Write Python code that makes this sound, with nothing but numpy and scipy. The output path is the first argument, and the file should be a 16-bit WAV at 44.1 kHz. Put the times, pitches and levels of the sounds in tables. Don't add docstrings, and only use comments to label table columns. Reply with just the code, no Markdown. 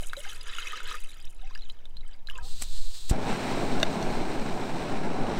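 import sys
import numpy as np
from scipy import signal
from scipy.fft import rfft, irfft, next_fast_len
from scipy.io import wavfile

SR = 44100
rng = np.random.default_rng(int(sys.argv[2]) if len(sys.argv) > 2 else 0)


def store_pcm(level_fs):
    pcm = np.round(np.clip(level_fs, -1, 1) * 32767).astype(np.int16)
    wavfile.write(sys.argv[1], SR, np.atleast_2d(pcm).T)


N = 237903

# (time [s], level [dB])
POUR_STRENGTH = [(0, -54), (0.14, -59), (0.28, -49), (0.42, -55.5), (0.49, -47), (0.77, -46.5),
                 (0.83, -51.5), (0.9, -44), (0.96, -49), (1.0, -55.5), (1.26, -60), (1.32, -67),
                 (1.46, -59.5), (1.74, -62.5), (1.96, -72), (2.14, -59.5), (2.25, -79), (2.29, -58),
                 (2.43, -61.5)]
SPRAY_DB, SPRAY_GUST_DB = -51, 4
SPRAY_FOLLOWS = 0.65
SPRAY_FADE_DB_PER_S = 7


def water():
    t = np.arange(N) / SR
    pour_end = POUR_STRENGTH[-1][0]
    froth_db, = in_time(POUR_STRENGTH)
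    spray_db = SPRAY_DB + SPRAY_FOLLOWS * (froth_db - froth_db.max())
    spray_db = spray_db - SPRAY_FADE_DB_PER_S * np.minimum(t, pour_end) + SPRAY_GUST_DB * drift(4.3)
    stream = (t < pour_end) * (froth(froth_db) + spray(spray_db))
    return hollow(bubbles() + stream) + pot()


# (time [s], starting pitch [Hz], level [dB], 60 dB decay time [s])
CLEAR_BUBBLES = [(0.023, 612, -39, 0.038), (0.097, 3770, -36, 0.011), (0.133, 1420, -21, 0.0098),
                 (0.167, 3900, -33, 0.016), (0.172, 522, -35.5, 0.1), (0.238, 5700, -37.5, 0.02),
                 (0.243, 2070, -40, 0.04), (0.251, 1540, -34.5, 0.022), (0.263, 775, -43, 0.12),
                 (0.288, 6420, -37.5, 0.018), (0.295, 3300, -37, 0.018), (0.41, 4880, -37, 0.025),
                 (0.537, 3460, -35, 0.015), (0.584, 1350, -28.5, 0.031), (0.585, 2820, -28, 0.028),
                 (0.67, 2466, -27, 0.029), (0.673, 5800, -32.5, 0.02), (0.722, 1860, -29, 0.016),
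                 (0.731, 1210.0, -33, 0.078), (0.804, 1390, -31.5, 0.026), (0.913, 1200, -30, 0.028),
                 (0.941, 1187, -39, 0.1), (0.943, 1750, -32, 0.018), (1.253, 5640, -43, 0.014),
                 (1.431, 746, -49.5, 0.21), (1.474, 2560, -44, 0.02), (1.509, 990.0, -44, 0.038),
                 (1.551, 2720, -36, 0.018), (1.55, 4780, -40.5, 0.023), (1.556, 1650, -36, 0.023),
                 (1.576, 5500, -37.5, 0.0094), (1.62, 4100, -41.5, 0.047), (1.698, 3100, -36.5, 0.011),
                 (1.7, 3970, -38, 0.033), (1.855, 3580, -39, 0.013), (1.969, 4110, -37, 0.031),
                 (2.008, 3900, -47, 0.021), (2.078, 8170, -45, 0.013), (2.272, 4030, -33, 0.017),
                 (2.287, 1617, -36.5, 0.046), (2.299, 2820, -29, 0.02), (2.311, 1100, -42, 0.02),
                 (2.355, 2680, -38, 0.041), (2.378, 7340, -34, 0.006), (2.385, 1550, -39, 0.04)]


def bubbles():
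    out = np.zeros(N)
    slap_i = np.arange(400)
    chance = rng.standard_normal((len(CLEAR_BUBBLES), len(slap_i)))
    slaps = signal.lfilter([.3], [1, -1.0, .4], chance) * np.exp(-slap_i / SR / 0.002)
    for (s, hz, level_db, t60), slap in zip(CLEAR_BUBBLES, slaps):
        t = np.arange(int(abs(t60) * SR) + 20) / SR
        pitch = hz * (1 + 0.48 * t / t60 * min(800 / hz, 1.2))
        swell = 1 - np.exp(-t * hz * 3.6)
        decay = from_db(level_db - 60 * t / t60)
        add(out, s, swell * decay * np.sin(2 * np.pi * np.cumsum(pitch) / SR))
        add(out, s, from_db(level_db - 7.5) * slap)
    return out


# (frequency [Hz], level [dB])
FROTH_COLOUR = [(500, -45), (800, -22), (1230, 2), (2240, -0.5), (2560, 2), (4270, -6.5), (7570, -14.5),
                (10000, -38)]
FROTH_PER_S = 5000
FROTH_CYCLES = 43


def froth(level_db):
    flow = from_db(0.55 * (level_db - level_db.max()))
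    clumps = from_db(2.4 * drift(34))
    born = grains(FROTH_PER_S * flow * clumps, spread_db=5.5) / np.sqrt(flow)
    pitches = np.geomspace(700, 10000, 48)
    dealt = rng.integers(0, len(pitches), N)
    rings = 0
    for k, hz in enumerate(pitches):
        t60 = FROTH_CYCLES * (hz / 2000) ** 0.62 / hz
        reach = flow ** (.5 * abs(np.log(hz / 3200)))
        ringing = ring(ring(born * (dealt == k), hz, t60), hz * 1.074, t60 / 2)
        rings = rings + reach * from_db(at_hz(FROTH_COLOUR, hz)) * hz * rms_one(ringing)
    wash = flow * coloured(rng.standard_normal(N), [*FROTH_COLOUR, (15500, -30)])
    return from_db(level_db) * (rms_one(rings) + .8 * wash)


# (time [s], level [dB])
CLEAR_DROPLETS = [(0.1326, -48), (0.1955, -40), (0.2229, -39.5), (0.2594, -39), (0.3316, -31), (0.842, -42),
                  (0.877, -36), (0.953, -40), (0.998, -43), (1.1717, -42), (1.2012, -44), (1.2526, -47),
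                  (1.3005, -38.5), (2.31, -39)]
SPRAY_PER_S = 1600


def spray(level_db):
    flow = from_db(.6 * (level_db - level_db.max()))
    patter = grains(SPRAY_PER_S * flow, spread_db=8.5) / np.sqrt(flow)
    soft = burst(patter, 0.012, [6000, 10000])
    sharp = burst(patter, 0.0037, [7000, 15000])
    drops = np.zeros(N)
    for s, click_db in CLEAR_DROPLETS:
        drops[int(s * SR)] = from_db(click_db)
    return from_db(level_db) * rms_one(soft + .5 * sharp) + burst(drops, 0.0027, [7000, 15000])


# (frequency [Hz], width [Hz], level [dB])
POT_RESONANCES = [(413, 47, -19), (475, 110, 1), (990, 55, -1)]
# (start time [s], length [s], pitch before wavering and sinking [Hz], level [dB])
LAST_GLUGS = [(2.334, 0.095, 990, -51), (2.347, 0.11, 1325, -56), (2.401, .085, 800, -54.5)]


def pot():
    churn = from_db(2 * drift(34)) * rng.standard_normal(N)
    strength = churning()
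    out = np.zeros(N)
    for hz, width, level_db in POT_RESONANCES:
        t60 = np.log(1000) / (np.pi * width)
        resonance = ring(ring(churn, hz, t60), hz, t60 / 2)
        out += strength * from_db(level_db) * rms_one(resonance)
    for s, length, hz, level_db in LAST_GLUGS:
        t = np.arange(int(length * SR)) / SR
        waver = drift(36)[:len(t)]
        pitch = hz * (1 + 0.034 * waver - 0.027 * t / length)
        note = np.sin(2 * np.pi * np.cumsum(pitch) / SR)
        level = from_db(level_db + 2.8 * drift(39)[:len(t)])
        add(out, s, level * np.sqrt(np.sin(np.pi * t / length)) * note)
    return out


# (start [s], stop [s], gain at the stop [dB], swell [dB/s])
CHURN_SPELLS = [(0, 0.968, -59, 11.5), (2.345, 2.48, -63, 5)]
CHURN_RELEASE_DB_PER_S = 500


def churning():
    t = np.arange(N) / SR
    strength = 0
    for start, stop, stop_db, swell in CHURN_SPELLS:
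        slope = np.where(t < stop, swell, -CHURN_RELEASE_DB_PER_S)
        strength = strength + (t > start) * from_db(stop_db - slope * (stop - t))
    return strength


def hollow(x):
    t = np.arange(int(.08 * SR)) / SR
    tail = rms_one(rng.standard_normal(len(t))) * from_db(-24 - 60 * t / 0.034)
    return x + signal.fftconvolve(x, tail)[:N]


# (time [s], roar level [dB], ragged edge level [dB])
FLAME_LEVELS = [(3.115, -32, -44), (3.18, -33, -46), (3.3, -31, -39.5), (3.45, -32, -40),
                (3.62, -29.5, -41), (4.6, -33.5, -44.5), (4.88, -32, -43.5), (5.1, -33.5, -45.5),
                (5.25, -29.5, -44), (5.39, -32, -39)]
# (frequency [Hz], level [dB per Hz])
ROAR_COLOUR = [(24, -48), (40, -15), (125, -5.5), (262, 0), (307, -4), (388, -3.5), (512, -9), (792, -6),
               (1170, -16), (1300, -23), (1690, -22), (2860, -120)]
# (frequency [Hz], level [dB per Hz])
EDGE_COLOUR = [(760, -59), (1300, 1.5), (1930, -3.5), (2250, -1), (3450, -10), (4050, -6.5), (4500, -15.5),
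               (5100, -14), (5550, -11.5), (6800, -21.5), (8060, -17.5), (9000, -22), (11400, -41),
               (12100, -31), (12700, -36), (15500, -36)]


def flame():
    roar_db, edge_db = in_time(FLAME_LEVELS)
    lit = np.clip((np.arange(N) / SR - GAS_CATCHING[0]) / 0.0022, 0, 1)
    flutter = drift(37)
    roar_gain = from_db(roar_db + 0.88 * flutter + 0.52 * drift(6.3))
    edge_gain = from_db(edge_db + 0.93 * flutter + 1.57 * drift(190))
    roar = roar_gain * coloured(rng.standard_normal(N), ROAR_COLOUR)
    edge = edge_gain * coloured(rng.standard_normal(N), EDGE_COLOUR)
    return lit * (roar + edge)


# (frequency [Hz], level [dB per Hz])
HISS_COLOUR = [(590, -42), (1000, -20), (1640, -21.5), (1860, -20.5), (2060, -25), (2740, -15), (3040, -14),
               (4100, -3), (5590, -15.5), (8340, -11), (10300, -26.5), (11900, -24.5), (15500, -28)]
JET_OPENS_S, JET_ATTACK_S, JET_DB = 2.421, 0.018, -47
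JET_DIP_DB, JET_RETURN_S = 12, 0.17
JET_SAG_DB_PER_S = 4.5


def gas_jet():
    t = np.arange(N) / SR
    opening = 1 - np.exp(-np.maximum(t - JET_OPENS_S, 0) / JET_ATTACK_S)
    burning = np.maximum(t - GAS_CATCHING[0], 0)
    dip_db = (burning > 0) * JET_DIP_DB * np.clip(1 - (burning / JET_RETURN_S) ** 2, 0, 1)
    level_db = JET_DB - dip_db - JET_SAG_DB_PER_S * burning
    hiss = coloured(rng.standard_normal(N), HISS_COLOUR)
    return opening * from_db(level_db + 1.37 * drift(14)) * hiss


# (time of the trough [s],
# depth [dB], swell time constant [s], rebound gain [dB], rebound rise [s], rebound fall [s])
GAS_CATCHING = (3.1125, -12, .003, -6, .0018, .008)


def ignition():
    s, depth_db, swell, rebound_db, rise, fall = GAS_CATCHING
    t = np.arange(N) / SR - s
    before = np.exp(np.minimum(t, 0) / swell)
    after = np.maximum(t, 0)
    trough = from_db(depth_db) * before * np.exp(-after / rise)
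    rebound = from_db(rebound_db) * (1 - np.exp(-after / rise)) * np.exp(-after / fall)
    return rebound - trough


# (time of the climax [s], level [dB], build-up [s], fall [s])
WHEEL_STRIKES = [(2.624, -27.5, 0.0058, 0.0039), (2.635, -35, .0003, 0.0022), (2.642, -34, .0003, .001),
                 (3.097, -27.5, 0.0022, 0.0087)]
# (frequency [Hz], level [dB per Hz])
FLINT_COLOUR = [(240, -8), (400, -12.5), (1200, -15), (2510, -11), (5390, -8.5), (5820, -9.5), (6280, -12),
                (7910, -2.5), (9070, -11.5), (15500, -24)]


def lighter_wheel():
    t = np.arange(N) / SR
    pressure = 0
    for s, level_db, build, fall in WHEEL_STRIKES:
        shape = np.exp(np.where(t < s, (t - s) / build, (s - t) / fall))
        pressure = pressure + from_db(level_db) * shape
    return pressure * coloured(grains(9000, spread_db=4.5), FLINT_COLOUR)


# (time [s], peak level [dB], contact cut [Hz])
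LIGHTER_TOUCHES = [(3.8005, -24, 5000), (3.830, -6, 496), (4.027, -26, 5000), (4.608, -37, 8000)]
# (frequency [Hz], level [dB], 60 dB decay time [s])
LIGHTER_MODES = [(670, 3, 0.014), (1180, -13, 0.011), (1670, -10, 0.027), (2030, -5.5, 0.02),
                 (2830, -5, 0.014), (3680, -2, .012), (4330, -3, 0.006), (5770, -4, 0.0035),
                 (7000, -23, 0.011)]


def lighter_ticks():
    out = np.zeros(N)
    t = np.arange(int(.06 * SR)) / SR
    chances = rng.standard_normal((len(LIGHTER_TOUCHES), len(t)))
    for (s, peak_db, cut_hz), chance in zip(LIGHTER_TOUCHES, chances):
        rattle = 0.13 * chance * np.exp(-t / 0.0033)
        rattle[0] = 1
        crack = signal.lfilter([.4], [1, -.6], rattle * np.exp(-t / 0.0033))
        body = sum(from_db(level_db) * ring(rattle, hz, t60) for hz, level_db, t60 in LIGHTER_MODES)
        contact = signal.butter(2, cut_hz, "high", fs=SR, output="sos")
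        tick = signal.sosfilt(contact, body + 4.2 * crack)
        add(out, s, from_db(peak_db) * tick / abs(tick).max())
    return out


# (time [s], slow push level [dB], rumble level [dB])
BREEZE_LEVELS = [(0, -28, -52), (.8, -31, -67), (1.5, -26, -56.5), (2.3, -27, -57), (2.55, -21, -42.5),
                 (3.1, -22, -56), (4.1, -25, -49), (4.5, -30, -59), (5.39, -26.5, -55)]
# (frequency [Hz], level [dB per Hz])
PUSH_COLOUR = [(1.5, 19), (3, 7.5), (14, 10), (22, -9.5), (32, -12), (60, -70)]
# (frequency [Hz], level [dB per Hz])
RUMBLE_COLOUR = [(20, -27), (40, 6.5), (80, -9), (180, -19.5), (350, -62)]
# (frequency [Hz], level [dB per Hz])
WOODS_COLOUR = [(60, -44), (140, -41.5), (970, -46.5), (1200, -55), (3700, -60), (6000, -67), (15500, -88)]
WOODS_DB = -64


def air():
    push_db, rumble_db = in_time(BREEZE_LEVELS)
    push = from_db(push_db + 0.52 * drift(2.8)) * coloured(rng.standard_normal(N), PUSH_COLOUR)
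    rumble = from_db(rumble_db + 3.8 * drift(4.6)) * coloured(rng.standard_normal(N), RUMBLE_COLOUR)
    hush = from_db(WOODS_DB) * coloured(rng.standard_normal(N), WOODS_COLOUR)
    return push + rumble + hush


def from_db(db):
    return 10 ** (np.asarray(db) / 20)


def rms_one(x):
    return x / np.sqrt(np.mean(x ** 2) + 1e-20)


def in_time(rows):
    s, *columns = np.transpose(rows)
    return [np.interp(np.arange(N) / SR, s, c) for c in columns]


def at_hz(points, hz):
    table_hz, table_db = np.array(points).T
    return np.interp(np.log(hz), np.log(table_hz), table_db)


def coloured(x, spectrum):
    size = next_fast_len(N)
    hz = np.maximum(np.arange(size // 2 + 1) * SR / size, .1)
    return rms_one(irfft(rfft(x, size) * from_db(at_hz(spectrum, hz)), size)[:N])


def drift(rate):
    r = np.exp(-2 * np.pi * rate / SR)
    noise = rng.standard_normal(N + SR)
    slow = signal.lfilter([1], [1, -2 * r, r * r], noise)[SR:]
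    return rms_one(slow - slow.mean())


def grains(per_s, spread_db):
    sizes = from_db(spread_db * np.minimum(rng.exponential(1, N), 4))
    signs = rng.choice([-1, 1], N)
    return sizes * signs * (rng.random(N) < per_s / SR)


def ring(clicks, hz, t60):
    r, w = from_db(-60 / (t60 * SR)), 2 * np.pi * hz / SR
    return signal.lfilter([0, np.sin(w)], [1, -2 * r * np.cos(w), r * r], clicks + 1e-18)


def burst(clicks, t60, band_hz):
    envelope = signal.lfilter([1], [1, -from_db(-60 / (t60 * SR))], abs(clicks))
    band = signal.butter(2, band_hz, "band", fs=SR, output="sos")
    return signal.sosfilt(band, envelope * rng.standard_normal(N))


def add(out, s, sound):
    i = int(s * SR)
    out[i:i + len(sound)] += sound[:N - i]


def scene():
    stove = gas_jet() + flame() + ignition()
    lighter = lighter_wheel() + lighter_ticks()
    return (water() + stove + lighter + air())[None]


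def record(dry):
    return signal.sosfilt(signal.cheby2(20, 35, 15950, fs=SR, output="sos"), dry)


dry = scene()
out = record(dry)
store_pcm(out)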